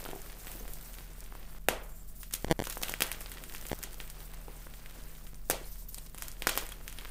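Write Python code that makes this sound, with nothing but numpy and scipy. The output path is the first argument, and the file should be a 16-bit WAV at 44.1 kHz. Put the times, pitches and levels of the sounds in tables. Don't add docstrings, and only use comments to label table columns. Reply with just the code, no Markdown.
import sys
import numpy as np
from scipy import signal
from scipy.fft import rfft, irfft
from scipy.io import wavfile
from scipy.ndimage import uniform_filter1d

SR = 44100
rng = np.random.default_rng(int(sys.argv[2]) if len(sys.argv) > 2 else 0)


def elevation(decibels):
    levels = np.asarray(decibels, float)
    return 10 ** (levels / 20)


def materialize(psi):
    bounded = np.clip(np.atleast_2d(psi).T, -1, 1)
    quanta = np.round(bounded * 32767).astype(np.int16)
    wavfile.write(sys.argv[1], SR, quanta)


N = 313110

MOTOR_HZ = 39.05
MOTOR_ORDERS = [(1, -48), (2, -70), (4, -62.5), (6, -70.5)]
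# [f/Hz, level/dB per Hz]
AIR_SPECTRUM = [(5.9, -11), (10, 15.5), (40, -9.5), (63, -8.5), (102, -13), (156, -20), (207, -17),
                (306, -31.5), (432, -27), (500, -70), (650, -23), (1100, -120)]
AIR_DB = -46.5

# [f/Hz, T60/s]
ROOM_T60 = [(200, 0.064), (530, 0.45), (1390, 0.58), (3680, 0.3), (9700, 0.24)]
# [f/Hz, level/dB]
ROOM_COLOUR = [(200, 9), (400, 6.5), (700, 2.5), (1300, 0), (3000, 4), (4100, 2), (9000, 4.5),
               (15000, -0.5)]
ROOM_DB = -12.5

# [t/s, depth/dB]
DROPOUTS = [(2.446, -20), (2.4848, -30), (2.4998, -27), (2.506, -26), (2.5121, -10), (2.5182, -15.5),
            (2.5245, -17), (2.5922, -20), (2.6014, -19.5), (2.6152, -30), (2.6222, -23), (3.7162, -20.5),
            (3.7306, -21)]
DROPOUT_MS = 0.739
# [t/s, depth/dB, length/ms]
LONG_DROPOUT = [(2.4688, -34.5, 7.6)]
SCENE_CHANGES_S = [1.585, 5.334]
FADE_IN_S = .011

# [t/s, effort/dB, coarseness of what crumbles/dB]
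HANDS = [(0, -54, 1), (.26, -56, 1.5), (.7, -53.5, 0.5), (1.0, -55, 0.5), (1.25, -59, 3.5),
         (1.58, -57, 1.5), (1.84, -56.5, -1.5), (2.05, -59.5, -4), (2.33, -58.5, -11), (2.56, -60.5, -2.5),
         (3.1, -53.5, 1.5), (3.9, -55, -0.5), (4.2, -58, 2.5), (4.749, -59, 4), (5.3, -59, -0.5),
         (5.671, -55, -10), (6.048, -57.5, -4), (7.1, -56.5, 5.5)]
# [t/s, extra effort/dB, length/s]
SQUEEZES = [(0.0, 5.5, 0.28), (0.516, 5, 0.22), (2.195, 2.5, .2), (2.446, 4.5, 0.25), (2.68, 9, 0.21),
            (2.867, 9, 0.24), (3.684, 3.5, 0.38), (4.207, 3.5, 0.25), (4.42, 2, 0.34), (5.025, 2, 0.5),
            (6.126, -2, 0.17), (6.253, 5, 0.28), (6.382, 1.5, 0.09), (6.584, 8, 0.37), (6.866, -3, 0.33),
            (7.1, -1, 0.34)]
SNAPS_S = [1.686, 5.4994]
STILL_DB = [-8, -1.5]
RESUME_S = 0.32
DEBRIS_DB = [-49, -49]
DEBRIS_T60_S = 0.38
# [f/Hz, level/dB per Hz]
HISS_SPECTRUM = [(3500, -8), (5000, -10.5), (6700, -8), (8800, -1.5), (10800, -3.5), (13500, 4), (15600, 5),
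                 (17000, 8.5)]
GRIT_DB, GRIT_FOLLOWS, LUMP_DB, LUMP_FOLLOWS = -4, 0.91, -4, 0.59

# [t/s, length/s, level/dB, centre f/Hz]
SLIDES = [(1.835, 0.026, -60, 13000), (1.89, 0.029, -63, 12700), (1.952, .17, -65, 7350),
          (1.975, 0.1, -64, 14000), (2.09, 0.05, -59, 15000), (2.094, 0.077, -66, 7640),
          (2.21, 0.057, -57, 9800), (5.68, .04, -68, 9000), (5.725, 0.057, -52, 14000),
          (5.73, 0.064, -64, 6050), (5.798, .05, -56, 14000), (5.891, 0.026, -45, 14000),
          (1.97, .06, -67, 8600), (2.2, .09, -54, 15200), (2.19, .08, -62, 14000), (2.012, .04, -60, 7500),
          (2.096, 0.046, -64, 10200), (5.685, .06, -60, 12500)]
# [t/s, peak level/dB, f/Hz]
CHIPS = [(.469, -40.5, 7900), (.598, -42, 6340), (.598, -42, 12570), (1.96, -58, 7500), (3.445, -49, 6800),
         (5.356, -48, 8790), (5.643, -47, 4200), (5.655, -43.5, 9700), (5.984, -38.5, 8700),
         (5.985, -44, 4000), (6.989, -45, 3300), (6.723, -38, 3310), (6.985, -39.5, 10300),
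         (7.092, -44, 9600)]
CHIP_T60_S = .024
# [t/s, peak level/dB, f/Hz]
KNOCKS = [(.298, -35, 2100), (1.324, -36, 1200), (1.3524, -40, 1040), (1.452, -41, 2200),
          (2.9391, -17.5, 2220), (3.116, -35, 2430), (4.2036, -43.5, 2500), (4.482, -48, 1350),
          (4.67, -32.5, 1580), (4.8609, -44, 2300), (5.15, -54, 1640), (6.065, -48, 2650),
          (6.812, -38, 1430), (7.02, -39, 1100), (7.056, -27.5, 1910)]
KNOCK_CYCLES = 4.9
# [t/s, peak level/dB, f/Hz]
THUDS = [(0.059, -28.5, 750), (0.087, -32.5, 378), (0.13, -30.5, 402), (0.158, -36.5, 410),
         (0.247, -50, 310), (0.327, -46, 667), (0.551, -40, 330), (0.607, -39.5, 242), (3.415, -47, 280),
         (3.566, -49, 674), (3.654, -52, 270), (3.846, -43, 372), (3.871, -41, 770), (3.944, -50, 484),
         (4.48, -36.5, 465), (6.061, -56, 250), (6.248, -52, 392), (6.622, -32, 570), (6.804, -51, 284)]
THUD_DELAY_S = .002

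# [t/s, length/ms, level/dB, lowest f/Hz]
TEARS = [(1.828, 38, -56.5, 8000), (1.885, 48, -59.5, 7000), (1.94, 90, -62, 7000), (2.072, 81, -60, 7100),
         (2.15, 50, -58, 8000), (2.194, 74, -56.5, 5040), (2.323, 16, -46, 5000), (2.336, 8.1, -29.5, 2000),
         (2.345, 26, -42, 3000), (2.646, 14, -47, 2500), (2.670, 5, -38.5, 800), (2.701, 17, -45, 3000),
         (2.724, 3.9, -38.5, 2000), (2.771, 18, -46, 7000), (2.815, 5.1, -44, 1500), (2.831, 8, -33, 1480),
         (3.019, 14, -27, 2500), (5.5, 28, -37, 1500), (5.66, 35, -57, 6000), (5.71, 54, -58, 5000),
         (5.781, 33, -56, 5000), (5.885, 22, -53, 4500), (5.975, 16, -57, 1000), (6.061, 14, -53.5, 1000),
         (6.471, 9.8, -31.5, 700), (6.487, 19, -37, 800), (6.505, 57, -45, 497), (6.565, 8.8, -41, 5000),
         (6.576, 29, -43.5, 600)]
TEAR_SPREAD_DB, TEAR_RISE = 6.5, 0.2
EVEN_AFTER_MS, TEAR_SPAN = 20, 11

BREAK_S = [1.686, 1.6863, 3.0201, 5.4994, 6.4705, 6.4706, 6.5752]
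# [peak level/dB, body f/Hz, ring/cycles]
BREAKS = [(-17.5, 640, 1), (-2.5, 2300, 0.46), (-26, 1500, 1), (-15.5, 620, 0.57), (-31, 790, 0.95),
          (-9, 1500, 0.95), (-20.5, 830, 0.65)]
# [lag/ms], [level/dB]
TUB_ECHO_MS = [.9, 0.95]
TUB_ECHO_DB = [-7.5, -3.5]

# [lowest f/Hz, highest f/Hz, burst decay/ms, ragged share]
CRACK_PARTS = [
    (165, 1360, 1, 0.039),
    (1084, 4150, 0.17, 0.3),
    (3670, 14400, 0.23, 0.48),
]
FACING = (1, -1, 1)
TUB_SHARE, TUB_MS = 0.14, 5.5
MAIN_S = [1.6863, 2.3384, 2.671, 2.8179, 2.8322, 3.0067, 3.0202, 4.002, 5.4998, 5.5111, 6.1465, 6.4218,
          6.4708, 6.4898]
# [thump level/dB, crunch level/dB, snap level/dB]
MAIN_CRACKS = [(-14.5, -9, -2), (-28, -22.5, -12), (-24, -28, -20), (-26, -31, -25), (-22, -30, -24),
               (-18, -10, -8.5), (-15.5, -7.5, -42), (-30.5, -22, -30), (-22, -9.5, -1.5), (-42, -11.5, -6),
               (-32.5, -32, -25.5), (-23, -15, -16.5), (-18.5, -12.5, -5), (-38, -17, -27)]
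# [t/s, peak level/dB, sharpness/octaves above
# 2 kHz]
FRACTURES = [(.041, -25, 3), (.0521, -26, -1), (.0662, -29.5, 1.5), (.1128, -25.5, 1.4),
             (.218, -25, 2.5), (.3206, -28, 2), (.4477, -40, -2), (.4799, -28, 1.3),
             (.5171, -20.5, 2.3), (.6541, -32.5, -5), (.6797, -32, 1), (.7355, -23, 7), (.9415, -30, 1),
             (.9858, -27, .6), (1.2056, -25.5, 9), (1.2411, -30, 4), (1.324, -38.5, -9),
             (1.3524, -34, -3.5), (1.43, -33.5, 0.5), (1.549, -37, -3.5), (0.089, -34, 0),
             (.132, -40, -4), (.607, -52, 3), (.0185, -39, 4), (.262, -29, 1.5), (.4704, -39, -2),
             (.8272, -42, 0), (.9342, -28.5, 6), (1.0077, -37, 1),
             (2.232, -22.5, 2), (2.3108, -27.5, 1.5), (2.329, -32, 1.5), (2.3329, -25, 2),
                (2.3498, -25, 1), (2.4817, -29, -1.5), (2.6405, -18.5, 1.7), (2.6545, -21, 10),
                (2.6993, -14, 2.5), (2.7264, -25, 1.5), (2.73, -34, 1), (2.757, -25, 6), (2.771, -22, -4),
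                (2.8715, -33, 5), (2.88, -28, 6), (2.8267, -14, 3), (2.8336, -13, 0.5), (2.8839, -18, 0.8),
                (2.8945, -25, -6), (2.896, -16, 2.5), (2.915, -34, -1), (2.921, -20, 10),
                (2.9393, -17, 1.1), (3.0206, -15, 11), (3.0362, -40, -7), (2.9887, -32, 5),
                (3.0584, -28, 6), (3.1165, -12, 1.6), (3.128, -19.5, 9), (3.2074, -20.5, 3),
             (3.0664, -22, 9), (3.1468, -28, -0.3), (3.2108, -26, 5), (3.217, -25.5, 2.3),
                  (3.2605, -25.5, 0), (3.2966, -28.5, 4), (3.3174, -20, 1.4), (3.3718, -28, 0.7),
                  (3.3833, -27.5, 0.5), (3.4384, -26, 1.3), (3.4973, -27, 0.5), (3.5235, -31, 1),
                  (3.549, -20.5, 1.4), (3.5615, -27, 7), (3.6668, -21, 2), (3.6863, -22, 3),
                  (3.7134, -34, -13), (3.7896, -29, 6), (3.829, -19, 1.8), (3.837, -16, 1.5),
                  (3.9312, -28.5, 1.9), (4.0106, -25, 2.5), (4.0775, -28, 1.5), (4.1, -24.5, 2.5),
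                  (4.3436, -37, 4.5), (4.668, -35, -7), (4.7388, -30, 0.4), (4.8982, -33, 1),
                  (5.2728, -31.5, 1.8),
             (5.345, -31.5, 2), (5.491, -39, 9), (5.891, -44, 3.4), (5.9446, -20, 2.5), (5.983, -21, 5),
               (6.1785, -25.5, 1.5), (6.215, -33, 3), (6.2228, -12, 2.04), (6.2342, -25, 9),
               (6.2827, -18.5, 2.7), (6.3166, -25, 8), (6.568, -31, -3), (6.066, -38, 0), (6.632, -34, -1),
               (6.4928, -14, 1), (6.5023, -26, -0.5), (6.5545, -19.5, 1.3), (6.5756, -7.5, 1.5),
               (6.583, -24, 5), (6.6125, -35, 0), (6.666, -24.5, 2), (6.6907, -22, 1.5),
               (6.7205, -24.5, 1.5), (6.8793, -20, 1.1), (6.8978, -29.5, 11), (6.927, -25, 1.5),
               (6.9868, -22, 0.4), (7.0494, -25, 0.5)]
# [t/s, peak level/dB, sharpness/octaves above 2 kHz]
TICKS = [(0.0057, -33, 8), (0.0184, -35, 6), (0.0546, -30, 2), (0.0627, -31, -1.5), (0.0827, -32, 7),
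         (0.099, -36, 0), (0.1054, -31, 1.5), (0.1254, -36, 4), (0.3004, -33, 0.2), (0.3275, -32, 1),
         (0.386, -41, 3), (0.4005, -44, 0), (0.4344, -35, 5), (0.447, -31, 2), (0.4704, -27, 0),
         (0.5596, -30, 2.5), (0.6575, -40, 2.6), (0.6793, -30, 3), (0.718, -37, 1.9),
         (0.7208, -38, 4), (0.7353, -37, 7), (0.786, -33.5, 1.5), (0.8114, -31, 6), (0.827, -39, 0.8),
         (0.9513, -33, 1.5), (1.0075, -40, -1), (1.1338, -33, 4), (1.2622, -34.5, 0.5),
         (2.314, -39, 0), (2.3264, -33, 2.1), (2.3412, -21, 3.5), (2.4247, -29, 5),
         (2.6305, -34, 2.4), (2.6502, -44, -1), (2.673, -30, -1), (2.6986, -20, 2),
         (2.703, -33, -0.5), (2.7062, -32, 2.4), (2.7087, -28, 1), (2.722, -34, 2.0),
         (2.729, -29, 1.7), (2.7352, -35, 1.7), (2.757, -42, -1), (2.7774, -43, 2.8),
         (2.7869, -38, 2.9), (2.8198, -33, 5), (2.8483, -24, 4), (2.8715, -30, 1.6),
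         (2.8932, -25, -0.4), (2.9142, -27, 5), (2.9631, -39, 1.6), (3.036, -16, 8), (3.0759, -26, 4),
         (3.0785, -33, 1.0), (3.0883, -28, 6), (3.0924, -34, 3), (3.2109, -28, -0.5),
         (3.2822, -39, 1), (3.3396, -27, 1.8), (3.3477, -32, 0.5),
         (3.4903, -33, 2.2), (3.5389, -27, 2), (3.5684, -31, 0.7), (3.5815, -30, 4),
              (3.6125, -26, 2.2), (3.6257, -31, 1.2), (3.6534, -28, 0.5), (3.6978, -27, 1),
              (3.7366, -34, 5), (3.7467, -32, 5), (3.7529, -30, 5), (3.763, -35, 2.0), (3.789, -30, 2.8),
              (3.8173, -37, 0.2), (3.8252, -40, 1), (3.8341, -34, 4), (3.9091, -35, 16), (3.9213, -41, 4),
              (3.9437, -27.5, 3.5), (4.0153, -36, 0.5), (4.2047, -33, 1), (4.3376, -29.5, 1.5),
              (4.343, -33, 2.5), (4.372, -37, 2), (4.5664, -39, 13), (4.6057, -46, -4.5), (4.796, -35, 1.5),
              (4.8604, -31, 0.5), (4.9102, -36, 1.1), (5.022, -44, 7), (5.0376, -34, 2.7), (5.1507, -39, 0),
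              (5.1616, -40, -0.1), (5.183, -38, 1), (5.244, -44, 2.9), (5.268, -34, 0.7), (5.4896, -39, 4),
              (5.6557, -37, 4), (5.7576, -34, 1.5), (5.7815, -39, 3.9), (5.8903, -46, 7),
              (5.9793, -37.5, -1.8), (5.9847, -34, -0.5), (6.0972, -36, 7), (6.183, -22.5, 2.2),
              (6.2078, -35, 2.2), (6.2534, -35, 5), (6.28, -34, 3), (6.3245, -35, 2.2), (6.3683, -39, 0.5),
              (6.383, -41, 1.8), (6.404, -40, 1.7), (6.5214, -37, -1.5), (6.5826, -30, -1),
              (6.6126, -27, 4), (6.9191, -37, 2.5), (6.967, -46, -0.5), (6.9748, -42, 6), (7.0113, -29, 1),
              (7.0722, -33, 5)]
BELOW_FALL_DB, ABOVE_FALL_DB = 2, 2.5

PORT_LOW_HZ, PORT_HIGH_HZ, PORT_DB = 12960, 14800, -9
CLIP_TOP = .62
SHELF_HZ, SHELF_DB, SHELF_GATE_DB, CUTOFF_HZ = 15580, -18, -62, 16700


def rms_one(x):
    return x / np.sqrt(np.mean(x ** 2) + 1e-20)


def at_hz(points, hz):
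    point_hz, value = np.transpose(points)
    return np.interp(np.log(hz), np.log(point_hz), value)


def band(x, low_hz, high_hz):
    edges = [low_hz, min(high_hz, .45 * SR)]
    return signal.sosfilt(signal.butter(2, edges, "band", fs=SR, output="sos"), x)


def coloured(x, spectrum):
    hz = np.maximum(np.arange(N // 2 + 1) * SR / N, 1)
    return rms_one(irfft(rfft(x) * elevation(at_hz(spectrum, hz)), N))


def drift(rate):
    r = np.exp(-80 * np.pi * rate / SR)
    noise = rng.standard_normal(N // 40 + 2002)
    slow = signal.lfilter([1], [1, -2 * r, r * r], noise)[2000:]
    return np.interp(np.arange(N) / 40, np.arange(len(slow)), rms_one(slow))


def add(out, s, piece):
    i = int(round(s * SR))
    out[i:i + len(piece)] += piece[:N - i]


def ring(x, hz, t60):
    r, w = elevation(-60 / (t60 * SR)), 2 * np.pi * hz / SR
    return signal.lfilter([0, np.sin(w)], [1, -2 * r * np.cos(w), r * r], x + 1e-18)


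def hum():
    turn = 2 * np.pi * np.cumsum(MOTOR_HZ + 0.1195 * drift(0.567)) / SR
    lines = np.zeros(N)
    for order, db in MOTOR_ORDERS:
        waver_db = 1.5 * drift(2.4)
        lines += elevation(db + waver_db) * np.sqrt(2) * np.sin(order * turn)
    return lines + elevation(AIR_DB) * coloured(rng.standard_normal(N), AIR_SPECTRUM)


def room(x):
    t, edges = np.arange(int(.7 * SR)) / SR, 150 * 2 ** np.arange(0, 7, .5)
    white, tail = rng.standard_normal((2, len(t))), 0
    for k, (low, high) in enumerate(zip(edges, edges[1:])):
        hz = np.sqrt(low * high)
        decay_db = at_hz(ROOM_COLOUR, hz) - 60 * t / at_hz(ROOM_T60, hz)
        tail = tail + band(white[k % 2], low, high) * elevation(decay_db)
    tail = tail * (1 - np.exp(-t / 0.00035))
    echo = elevation(ROOM_DB) * tail / np.sqrt(np.sum(tail ** 2))
    return signal.fftconvolve(x, echo)[:N]


def dropouts():
    out = np.zeros(N)
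    for s, depth_db, length_ms in [(s, db, DROPOUT_MS) for s, db in DROPOUTS] + LONG_DROPOUT:
        size = int(round(length_ms * SR / 1000)) + 1
        grit = 0.049 * rng.standard_normal(300)[:size]
        add(out, s, -elevation(depth_db) * (1 + grit))
    return out


def effort():
    t, (s, effort_db, coarse_db) = np.arange(0, N + 64, 64) / SR, np.transpose(HANDS)
    effort_db = np.interp(t, s, effort_db)
    for s0, extra_db, length_s in SQUEEZES:
        effort_db += extra_db * np.cos(np.pi * np.clip((t - s0) / length_s, -.5, .5)) ** 2
    for change_s, snap_s, still_db in zip(SCENE_CHANGES_S, SNAPS_S, STILL_DB):
        effort_db += still_db * (t > change_s) * np.clip(1 - (t - snap_s) / RESUME_S, 0, 1)
    every = np.arange(N) / SR
    return np.interp(every, t, effort_db), np.interp(every, s, coarse_db)


def grains(per_s, spread_db, clump_db, patchy_db, low_hz, high_hz, cycles, rustle):
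    sizes = elevation(spread_db * np.minimum(rng.exponential(1, N), 4)) * rng.choice([-1, 1], N)
    born = rng.random(N) < per_s * elevation(clump_db * drift(25)) / SR
    clicks, dust = rms_one(sizes * born), rng.standard_normal(N)
    swell_db = 0.86 * clump_db * drift(11.0)
    dealt, out = rng.integers(0, 10, N), 0
    for k, hz in enumerate(np.geomspace(low_hz, high_hz, 10)):
        patch = rustle * np.roll(dust, k * N // 10) * elevation(swell_db + patchy_db * drift(22))
        out = out + ring(clicks * (dealt == k) + patch, hz, cycles / hz)
    return rms_one(out)


def crumbling():
    t, (hiss_db, coarse_db) = np.arange(N) / SR, effort()
    debris = np.zeros(N)
    for s, db in zip(SNAPS_S, DEBRIS_DB):
        debris += (t > s) * elevation(db - 60 * np.abs(t - s) / DEBRIS_T60_S)
    rub_db = hiss_db + GRIT_DB + GRIT_FOLLOWS * coarse_db
    lump_db = hiss_db + LUMP_DB + LUMP_FOLLOWS * coarse_db
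    gritty = elevation(np.clip(rub_db - hiss_db + 4.0, -14, 3))
    powder = grains(2000.0 * gritty, 7.8, 2.7, 3., 4820, 16400, cycles=11.1, rustle=0.52)
    hiss = coloured(powder, HISS_SPECTRUM)
    rub = grains(780.0 * gritty, 3.2, 3.0, 1.0, 1490, 5900, cycles=4.2, rustle=0.24)
    lumps = grains(300., 3.2, 2.7, 2.5, 358, 1430, cycles=4.5, rustle=0.2)
    kneaded = elevation(hiss_db + 3.0) * hiss + elevation(rub_db - 2.5) * rub + elevation(lump_db - 2.0) * lumps
    return kneaded + debris * (rub + 3.1 * lumps)


def slides():
    out = np.zeros(N)
    for (s, length_s, level_db, hz), noise in zip(SLIDES, rng.standard_normal((len(SLIDES), 8000))):
        swell = np.hanning(int(length_s * SR))
        hiss = rms_one(band(noise, .97 * hz, 1.03 * hz))[-len(swell):]
        add(out, s - length_s / 2, elevation(level_db) * swell * hiss)
    return out


def chips():
    out, click = np.zeros(N), np.arange(3000) == 0
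    for s, peak_db, hz in CHIPS:
        add(out, s, elevation(peak_db) * ring(click, hz, CHIP_T60_S))
    for s, peak_db, hz in KNOCKS:
        add(out, s, elevation(peak_db) * ring(click, hz, KNOCK_CYCLES / hz))
    return out


def thuds():
    out, t = np.zeros(N), np.arange(1500) / SR
    for s, peak_db, hz in THUDS:
        wall = np.sin(2 * np.pi * hz * t) + 0.81 * np.sin(2 * np.pi * 1.744 * hz * t)
        envelope = np.exp(-t * hz / 1.12) * (1 - np.exp(-t / 0.0002))
        add(out, s + THUD_DELAY_S, -elevation(peak_db + 0.5) * wall * envelope)
    return out


def tears():
    out, size = np.zeros(N), 4500
    noise = rng.standard_normal((40, size))
    sizes = np.repeat(rng.exponential(1, (40, size // 12)), 12, axis=1)
    for (s, length_ms, level_db, low_hz), dust, big in zip(TEARS, noise, np.minimum(sizes, 3)):
        done = np.arange(size) / SR / length_ms * 1000
        swell = np.clip(np.minimum(done / TEAR_RISE, (1 - done) / (1 - TEAR_RISE)), 0, 1) ** 0.89
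        uneven_db = TEAR_SPREAD_DB * min(1, (EVEN_AFTER_MS / length_ms) ** 2)
        piece = band(swell * dust * elevation(uneven_db * big), low_hz, TEAR_SPAN * low_hz)
        add(out, s, elevation(level_db) * piece / np.sqrt(np.sum(piece ** 2) / np.sum(swell > 0)))
    return out


def breaks():
    out, t = np.zeros(N), np.arange(800) / SR
    for s, (peak_db, hz, cycles) in zip(BREAK_S, BREAKS):
        add(out, s, elevation(peak_db + 1.0) * np.sin(2 * np.pi * hz * t) * np.exp(-t * hz / cycles))
    return out


def tub_echo(direct):
    out = np.zeros(N)
    for s, lag_ms, level_db in zip(SNAPS_S, TUB_ECHO_MS, TUB_ECHO_DB):
        first = direct[int(s * SR):int(s * SR) + 200] * (np.arange(200) < 36)
        add(out, s + lag_ms / 1000, -elevation(level_db) * band(first, 172, 7500))
    return out


def parts_db(top_db, sharpness):
    octaves = np.array([-2, 0, 2])
    fall_db = np.where(octaves < sharpness, BELOW_FALL_DB, ABOVE_FALL_DB) * (octaves - sharpness) ** 2
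    return top_db - fall_db + fall_db.min()


def cracks():
    near, spread, t = np.zeros(N), np.zeros(N), np.arange(900) / SR
    minor = FRACTURES + TICKS
    rows = list(zip(MAIN_S, MAIN_CRACKS)) + [(s, parts_db(top_db, sharp)) for s, top_db, sharp in minor]
    noise = rng.standard_normal((260, len(t)))
    for k, (low_hz, high_hz, decay_ms, ragged) in enumerate(CRACK_PARTS):
        push = band(1. * (t == 0), low_hz, high_hz)
        fading = np.exp(-1000 * t / decay_ms) + TUB_SHARE * np.exp(-1000 * t / TUB_MS)
        pieces = push + band(ragged * noise * fading, low_hz, high_hz)
        pieces /= np.abs(signal.hilbert(pieces)).max(axis=1)[:, None]
        for (s, peaks_db), piece in zip(rows, pieces):
            piece = elevation(peaks_db[k] - 2.0) * piece
            add(near, s, piece)
            same_energy = np.sqrt(np.sum(piece ** 2) / np.sum(push ** 2))
            add(spread, s, FACING[k] * push * same_energy)
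    return near, spread


def scene():
    near, spread = cracks()
    jolts, lumps, torn = breaks(), thuds(), tears()
    direct = near + jolts
    echoed = room(spread + jolts + 1.4 * lumps + 0.97 * torn)
    blows = direct + tub_echo(direct) + lumps + torn + echoed
    blows = blows + elevation(PORT_DB) * band(blows, PORT_LOW_HZ, PORT_HIGH_HZ)
    return (blows + chips() + slides() + crumbling() + hum())[None]


def roll_off(x):
    return signal.sosfilt(signal.butter(12, 16640, fs=SR, output="sos"), x)


def record(dry):
    t, x = np.arange(N) / SR, CLIP_TOP * np.tanh(dry / CLIP_TOP) + dropouts()
    for s in SCENE_CHANGES_S:
        x = x * np.where(t > s, np.clip((t - s) / FADE_IN_S, 0, 1), 1)
    hz, spectrum = np.arange(N // 2 + 1) * SR / N, rfft(x)
    top = elevation(SHELF_DB) * irfft(spectrum * (hz >= SHELF_HZ) * (hz < CUTOFF_HZ), N)
    loud = uniform_filter1d(top ** 2, size=256) > elevation(2 * SHELF_GATE_DB)
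    gate = uniform_filter1d(1. * loud, size=256)
    mix = irfft(spectrum * (hz < SHELF_HZ), N) + top * gate
    return roll_off(mix)


dry = scene()
out = record(dry)
materialize(out)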